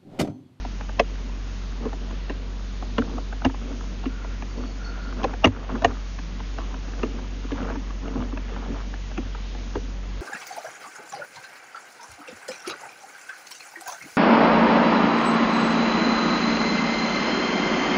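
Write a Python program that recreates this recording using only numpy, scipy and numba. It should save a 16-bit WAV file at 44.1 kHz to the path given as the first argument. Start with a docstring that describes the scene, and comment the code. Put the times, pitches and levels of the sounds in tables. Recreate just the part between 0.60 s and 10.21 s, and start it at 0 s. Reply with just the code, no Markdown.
"""Taps, knocks and rubs on a hollow plastic drum, with faint squeaks, over a motor hum and room hiss.
A stiff camera cable is pushed back by hand into its reel, close to a small microphone.
Knocks and ticks are rattles of contact ringing the drum modes; slides shake those modes with uneven slips.
Squeaks are resonant noise and a thin falling tone, the hum wavering sines, the hiss coloured noise.
The treble is cut steeply, and a limiter ducks everything at the highest peaks and then recovers."""
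import sys
import numpy as np
from scipy import signal
from scipy.fft import rfft, irfft, next_fast_len
from scipy.io import wavfile
from scipy.ndimage import uniform_filter1d, minimum_filter1d
from numba import njit

SR = 44100
rng = np.random.default_rng(int(sys.argv[2]) if len(sys.argv) > 2 else 0)


def output_pcm(signal):
    """Save a mono or channel-first signal as 16-bit PCM at the path in sys.argv[1].

    Samples are clipped to [-1, 1] before scaling.
    """
    pcm = np.clip(np.atleast_2d(signal).T, -1, 1) * 32767
    wavfile.write(sys.argv[1], SR, np.round(pcm).astype(np.int16))


def volts(x):
    """Linear amplitude factor 10**(x/20) for a level x in dB, scalar or array-like."""
    e = np.asarray(x, float) / 20
    return 10 ** e


N = 423794  # length in samples

# ringing modes of the plastic drum: f/Hz, level/dB, t60/s
DRUM_MODES = [(90.5, -9, 0.14), (161, -16.5, 0.083), (251, 1, 0.095), (274.9, -3.5, 0.13),
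              (347.7, -2, 0.059), (449.2, -2.5, 0.071), (541, -10, 0.065), (667.4, -1.5, 0.035),
              (800, -1.5, 0.028), (974, 2, 0.02), (1134, 4.5, 0.014), (1320, 7, 0.01), (1662, -1, 0.016),
              (1924, -5, 0.034), (2315, -8, 0.038), (2750, 1, 0.016), (3183, 3.5, 0.0056),
              (3870, -9.5, 0.013), (4610, -11, 0.0092), (5880, -8, 0.0095), (7100, -14.5, 0.013)]
THUD_TOP_HZ = 550  # modes below this make the thud of a blow and the rumble of a slide


def to_rms(x, db):
    """Scales a signal to an rms level in dB."""
    return x * volts(db) / np.sqrt(np.mean(x ** 2))


def walk(rate):
    """Slow random wander: values held for 1 / rate s and smoothed twice; spread near 1."""
    hold = int(SR / rate)
    steps = np.repeat(rng.standard_normal(N // hold + 1), hold)
    return 1.8 * uniform_filter1d(uniform_filter1d(steps, hold), hold)[:N]


def ring(x, hz, t60):
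    """One decaying mode driven by x, as a complex one-pole resonator."""
    pole = np.exp(2j * np.pi * hz / SR - np.log(1000) / (t60 * SR))
    return signal.lfilter([1], [1, -pole], x).imag


def swell(rows, rise_s, fall_s):
    """Gain that rises at each start, holds to the end of the length and dies away; rows: t/s, length/s, level/dB."""
    t = np.arange(N) / SR
    gain = 0
    for start, length, db in rows:
        rise = np.clip((t - start) / rise_s, 0, 1)
        fall = np.exp(-np.clip(t - start - length, 0, None) / fall_s)
        gain = gain + volts(db) * rise * fall
    return gain


def room():
    """Coloured hiss; every half-octave band breathes a little on its own."""
    # colour of the hiss before the overall level is set: f/Hz, density/dB per Hz
    colour = [(25, -13.5), (60, -1.5), (100, -3.5), (150, -6.5), (220, -2), (400, -13), (800, -18.5),
              (1400, -18.5), (3000, -19.5), (4500, -23.5), (6600, -25)]
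    size = next_fast_len(N)
    hz, db = np.transpose(colour)
    octave = np.log2(np.fft.rfftfreq(size, 1 / SR) + 1)
    hiss = rfft(rng.standard_normal(size)) * volts(np.interp(octave, np.log2(hz), db))
    breathing = 0
    for k in range(8, 27):
        # overlapping triangles half an octave apart
        band = irfft(hiss * np.clip(1 - 2 * np.abs(octave - k / 2), 0, 1), size)[:N]
        breathing = breathing + band * volts(0.91 * walk(6))
    return to_rms(breathing, -42)


def motor():
    """A steady fundamental with weak, quickly wavering overtones, all sharing a slight drift of speed."""
    # motor hum: multiple of the fundamental, rms level/dB, waver/dB
    partials = [(1, -30, 0.35), (2, -47, 1.5), (3.5, -59, 4), (4, -51, 2.5)]
    motor_hz = 46.76
    turn = 2 * np.pi * np.cumsum(motor_hz * (1 + 0.0025 * walk(1.7))) / SR
    hum = 0
    for k, db, waver_db in partials:
        gain = np.sqrt(2) * volts(db + waver_db * walk(16))
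        hum = hum + gain * np.sin(k * turn + 2 * np.pi * rng.random())
    return hum


def squeak():
    """The cable squeaks in its guide: a breathy band that flickers, and a thin whistle above it that sinks."""
    # breathy squeaks: t/s, length/s, level/dB
    squeaks = [(3.48, 0.27, -51.5), (4.18, .32, -47)]
    # thin whistle over them: t/s, length/s, level/dB
    whistles = [(3.88, 0.23, -57), (4.22, 0.074, -53.5), (4.41, .1, -54)]
    rise_s, fall_s = 0.03, 0.04
    squeak_hz = 1414
    rest_hz, start_above_hz, settle_s = 4400, 200, 0.15
    breath = rng.standard_normal(N)
    # a narrow ring on top of a weaker, wider one
    band = to_rms(ring(breath, squeak_hz, 0.034), 0) + to_rms(ring(breath, 1.08 * squeak_hz, 0.006), -10.5)
    since = np.clip(np.arange(N) / SR - whistles[0][0], 0, None)
    whistle_hz = rest_hz + start_above_hz * np.exp(-since / settle_s)
    # a fast random wander of the amplitude roughens the tone
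    whistle = walk(180) * np.sin(2 * np.pi * np.cumsum(whistle_hz) / SR)
    breathy = swell(squeaks, rise_s, fall_s) * volts(0.5 * walk(30)) * band
    thin = swell(whistles, rise_s, fall_s) * volts(1.5 * walk(14)) * to_rms(whistle, 0)
    return breathy + thin


def rub():
    """Uneven slips of the sliding cable shake the drum modes, damped where the cable lies on the wall."""
    # slides along the drum wall: t/s, length/s, rumble level/dB, scrape against the rumble/dB
    slides = [(0, 0.055, -47, -15), (.5, 0.088, -50.5, -15), (1.19, 0.099, -45, -3.5),
              (1.406, 0.14, -48.5, -12), (2.413, .16, -40.5, -8.5), (2.99, 0.13, -36.5, -32),
              (3.957, 0.098, -36.5, -12), (4.132, 0.34, -48, -11), (4.556, .14, -37, -6),
              (4.874, 0.15, -41, -1), (5.07, 0.12, -35.5, -6), (5.249, 0.053, -38, -3.5),
              (5.955, .13, -41, -14), (6.216, 0.23, -41, -12), (6.513, .15, -49, -23),
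              (6.92, 0.19, -35, -2.5), (7.413, 0.13, -37.5, -8.5), (7.537, 0.087, -32, -10),
              (7.861, 0.33, -42, -4)]
    rise_s, fall_s = 0.034, 0.035
    drag_db, drag_scrape_db = -47.5, -53  # faint drag that never stops
    idle = volts(0.5 * walk(8.2))
    press = swell([row[:3] for row in slides], rise_s, fall_s) + volts(drag_db) * idle
    scrapes = [(start, length, db + scrape_db) for start, length, db, scrape_db in slides]
    grit = swell(scrapes, rise_s, fall_s) + volts(drag_scrape_db) * idle
    drag = rng.standard_normal(N) * volts(2.7 * walk(22))
    rumble = 0
    for hz, db, t60 in DRUM_MODES:
        if 200 < hz < THUD_TOP_HZ:
            rumble = rumble + volts(db - 4 * np.log2(hz / 250)) * ring(drag, hz, 0.87 * t60)
    scrape = 0
    for hz, db, t60 in DRUM_MODES[5:17]:
        # each mode gets its own slips, about 400 a second
        slips = (rng.random(N) < 400 / SR) * rng.standard_normal(N) * volts(3 * walk(40))
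        scrape = scrape + to_rms(ring(slips, hz, 0.63 * t60), db - 7 * np.log2(hz / 600))
    return press * to_rms(rumble, 0) + grit * to_rms(scrape, 0)


def strike(s, peak_db, thud_db, crack_db, best_hz, favour_db, ms):
    """A rattle of contacts rings the drum modes; returns the first sample and the sound."""
    split = 4  # close modes around each listed one
    lead_s = 0.025  # time from the start of the sound to the landing
    snap_db = -7  # unpitched crack of the contact, against the ring
    t = np.arange(SR // 7) / SR
    hz, db, t60 = np.repeat(DRUM_MODES, split, axis=0).T[:, :, None]
    level_luck, pitch_luck, phase_luck = rng.standard_normal((3, len(hz), 1))
    # the place of the blow favours the modes near one pitch
    db = db + favour_db * np.exp(-(np.log(hz / best_hz) / 0.33) ** 2)
    db = db + 0.76 * level_luck + np.where(hz > 1800, crack_db, 0)
    spread = np.arange(len(hz))[:, None] % split - (split - 1) / 2
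    mode_hz = hz * (1 + 0.04 * spread + 0.026 * pitch_luck)
    swing = np.exp(-np.log(1000) * t / t60) * np.sin(2 * np.pi * mode_hz * t + 0.84 * phase_luck)
    # neighbouring modes swing in opposite sense, which fills the gaps between them
    swing[::2] *= -1
    # every mode needs a cycle or two to build up, so the lows come late
    swing *= volts(db) * (1 - np.exp(-(t * hz / 1.51) ** 2))

    # the cable lands with a firm first contact, then chatters out; a faint dull noise swells just before
    rattle = rng.standard_normal(SR // 16)
    since = np.arange(len(rattle)) / SR - lead_s
    shape = np.where(since < 0, 0.1 * np.exp(since / 0.006), np.exp(-since * 1000 / max(ms, 0.3)))
    contact = shape * np.where(since < 0, 3.8 * uniform_filter1d(rattle, size=20), rattle)
    contact[int(lead_s * SR) + 1] = 4.7

    low = hz[:, 0] < THUD_TOP_HZ
    body = signal.fftconvolve(swing[~low].sum(axis=0), contact)
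    thud = signal.fftconvolve(swing[low].sum(axis=0), shape ** 4 * (1 + 2.8 * rattle))
    snap_band = signal.butter(2, [600, 3800], "band", fs=SR, output="sos")
    snap = signal.sosfilt(snap_band, contact * (since > 0))
    snap = np.pad(snap, (0, len(body) - len(snap))) * volts(snap_db + crack_db) / np.max(np.abs(snap))
    sound = snap + body / np.max(np.abs(body)) + volts(thud_db) * thud / np.max(np.abs(thud))
    return int((s - lead_s) * SR), volts(peak_db) * sound


def blows():
    """Knocks and light ticks of the cable on the drum wall, each a fresh strike."""
    # knocks: t/s, peak level of the body/dB, thud against it/dB, crack against it/dB, strongest ring f/Hz
    knocks = [(.395, -5.5, -3.5, -0.5, 600), (1.253, -26, 7.5, -8, 470), (1.696, -24, 1.5, -11, 475),
              (2.381, -14.5, 3.5, -6.5, 520), (2.848, -11, -1, 0, 820), (2.86, -22.5, 6.5, -9, 420),
              (3.455, -25.5, 8, -5, 313), (4.631, -21.5, -4, -3, 700), (4.641, -11, -4, -3, 710),
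              (4.843, 1.5, -6.5, -8, 2750), (4.854, -5, 1.5, -2.5, 235), (4.871, -14.5, -7, 0, 1100),
              (5.091, -24, -4, -21, 770), (5.153, -24.5, -1.5, -14, 1170), (5.22, -19.5, -5.5, -4.5, 748),
              (5.245, -1, -9, -4.5, 653), (6.431, -18, 4.5, -6.5, 410), (6.843, -38, 12, -8, 260),
              (6.916, -28, 8.5, -8, 266), (7.154, -26, 2, -10, 245), (7.725, -31, 8, -21, 270),
              (8.576, -22.5, 3, -3.5, 456), (9.153, -22.5, 3, -13.5, 441)]
    # light ticks: t/s, peak level of the body/dB
    ticks = [(0.049, -21.5), (0.209, -25), (0.292, -29), (0.553, -38), (0.695, -36.5), (1.122, -32.5),
             (1.33, -25.5), (1.507, -32), (2.224, -26.5), (2.42, -23.5), (2.58, -23.5), (2.726, -24),
             (2.819, -26), (2.897, -28), (2.943, -28), (3.208, -31.5), (3.438, -28), (3.644, -30),
             (3.822, -24.5), (4.525, -28.5), (4.736, -22.5), (5.367, -33.5), (5.587, -29), (5.802, -27.5),
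             (5.984, -24), (6.141, -25), (6.334, -32.5), (6.392, -31), (6.589, -32), (6.907, -27.5),
             (6.979, -30), (7.1, -29), (7.305, -31), (7.479, -27), (7.623, -27.5), (7.773, -25),
             (7.962, -27), (8.161, -31.5), (8.339, -25.5), (8.514, -31), (8.748, -27.5), (8.948, -31.5)]
    strikes = [strike(*row, favour_db=9.5, ms=4.5) for row in knocks]
    for s, db in ticks:
        strikes.append(strike(s, db, thud_db=-7.5, crack_db=-11.5, best_hz=760, favour_db=0.5, ms=1.5))
    out = np.zeros(N + SR)
    for i, sound in strikes:
        out[i:i + len(sound)] += sound
    return out[:N]


def scene():
    """All sources at the one microphone."""
    return (room() + motor() + squeak() + rub() + blows())[None]


@njit
def limiter(peak, top, hold, release):
    """Gain drops at once on a peak over the top, waits hold samples, then recovers by release per sample."""
    out, gain, wait = np.empty(len(peak)), 1., 0.
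    for i in range(len(peak)):
        if peak[i] * gain > top:
            gain, wait = top / peak[i], hold
        elif wait > 0:
            wait -= 1
        else:
            gain += (1 - gain) * release
        out[i] = gain
    return out


def band_limit(x):
    """A steep low-pass at the top of the band."""
    return signal.sosfilt(signal.butter(12, 7860, fs=SR, output="sos"), x)


def record(dry):
    """A steep cut of the treble, then a peak limiter that looks 3 ms ahead."""
    narrow = signal.sosfilt(signal.ellip(10, 0.3, 75, 6783, fs=SR, output="sos"), dry[0])
    # highest peak within 3 ms either side
    ahead = -minimum_filter1d(-np.abs(narrow), size=257)
    hold_s, release_s = 0.14, 0.085
    gain = limiter(ahead, 0.96, hold_s * SR, 1 / (release_s * SR))
    # smoothing keeps the gain drop from clicking
    mix = uniform_filter1d(gain, size=129) * narrow
    return band_limit(mix[None])


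dry = scene()
out = record(dry)
output_pcm(out)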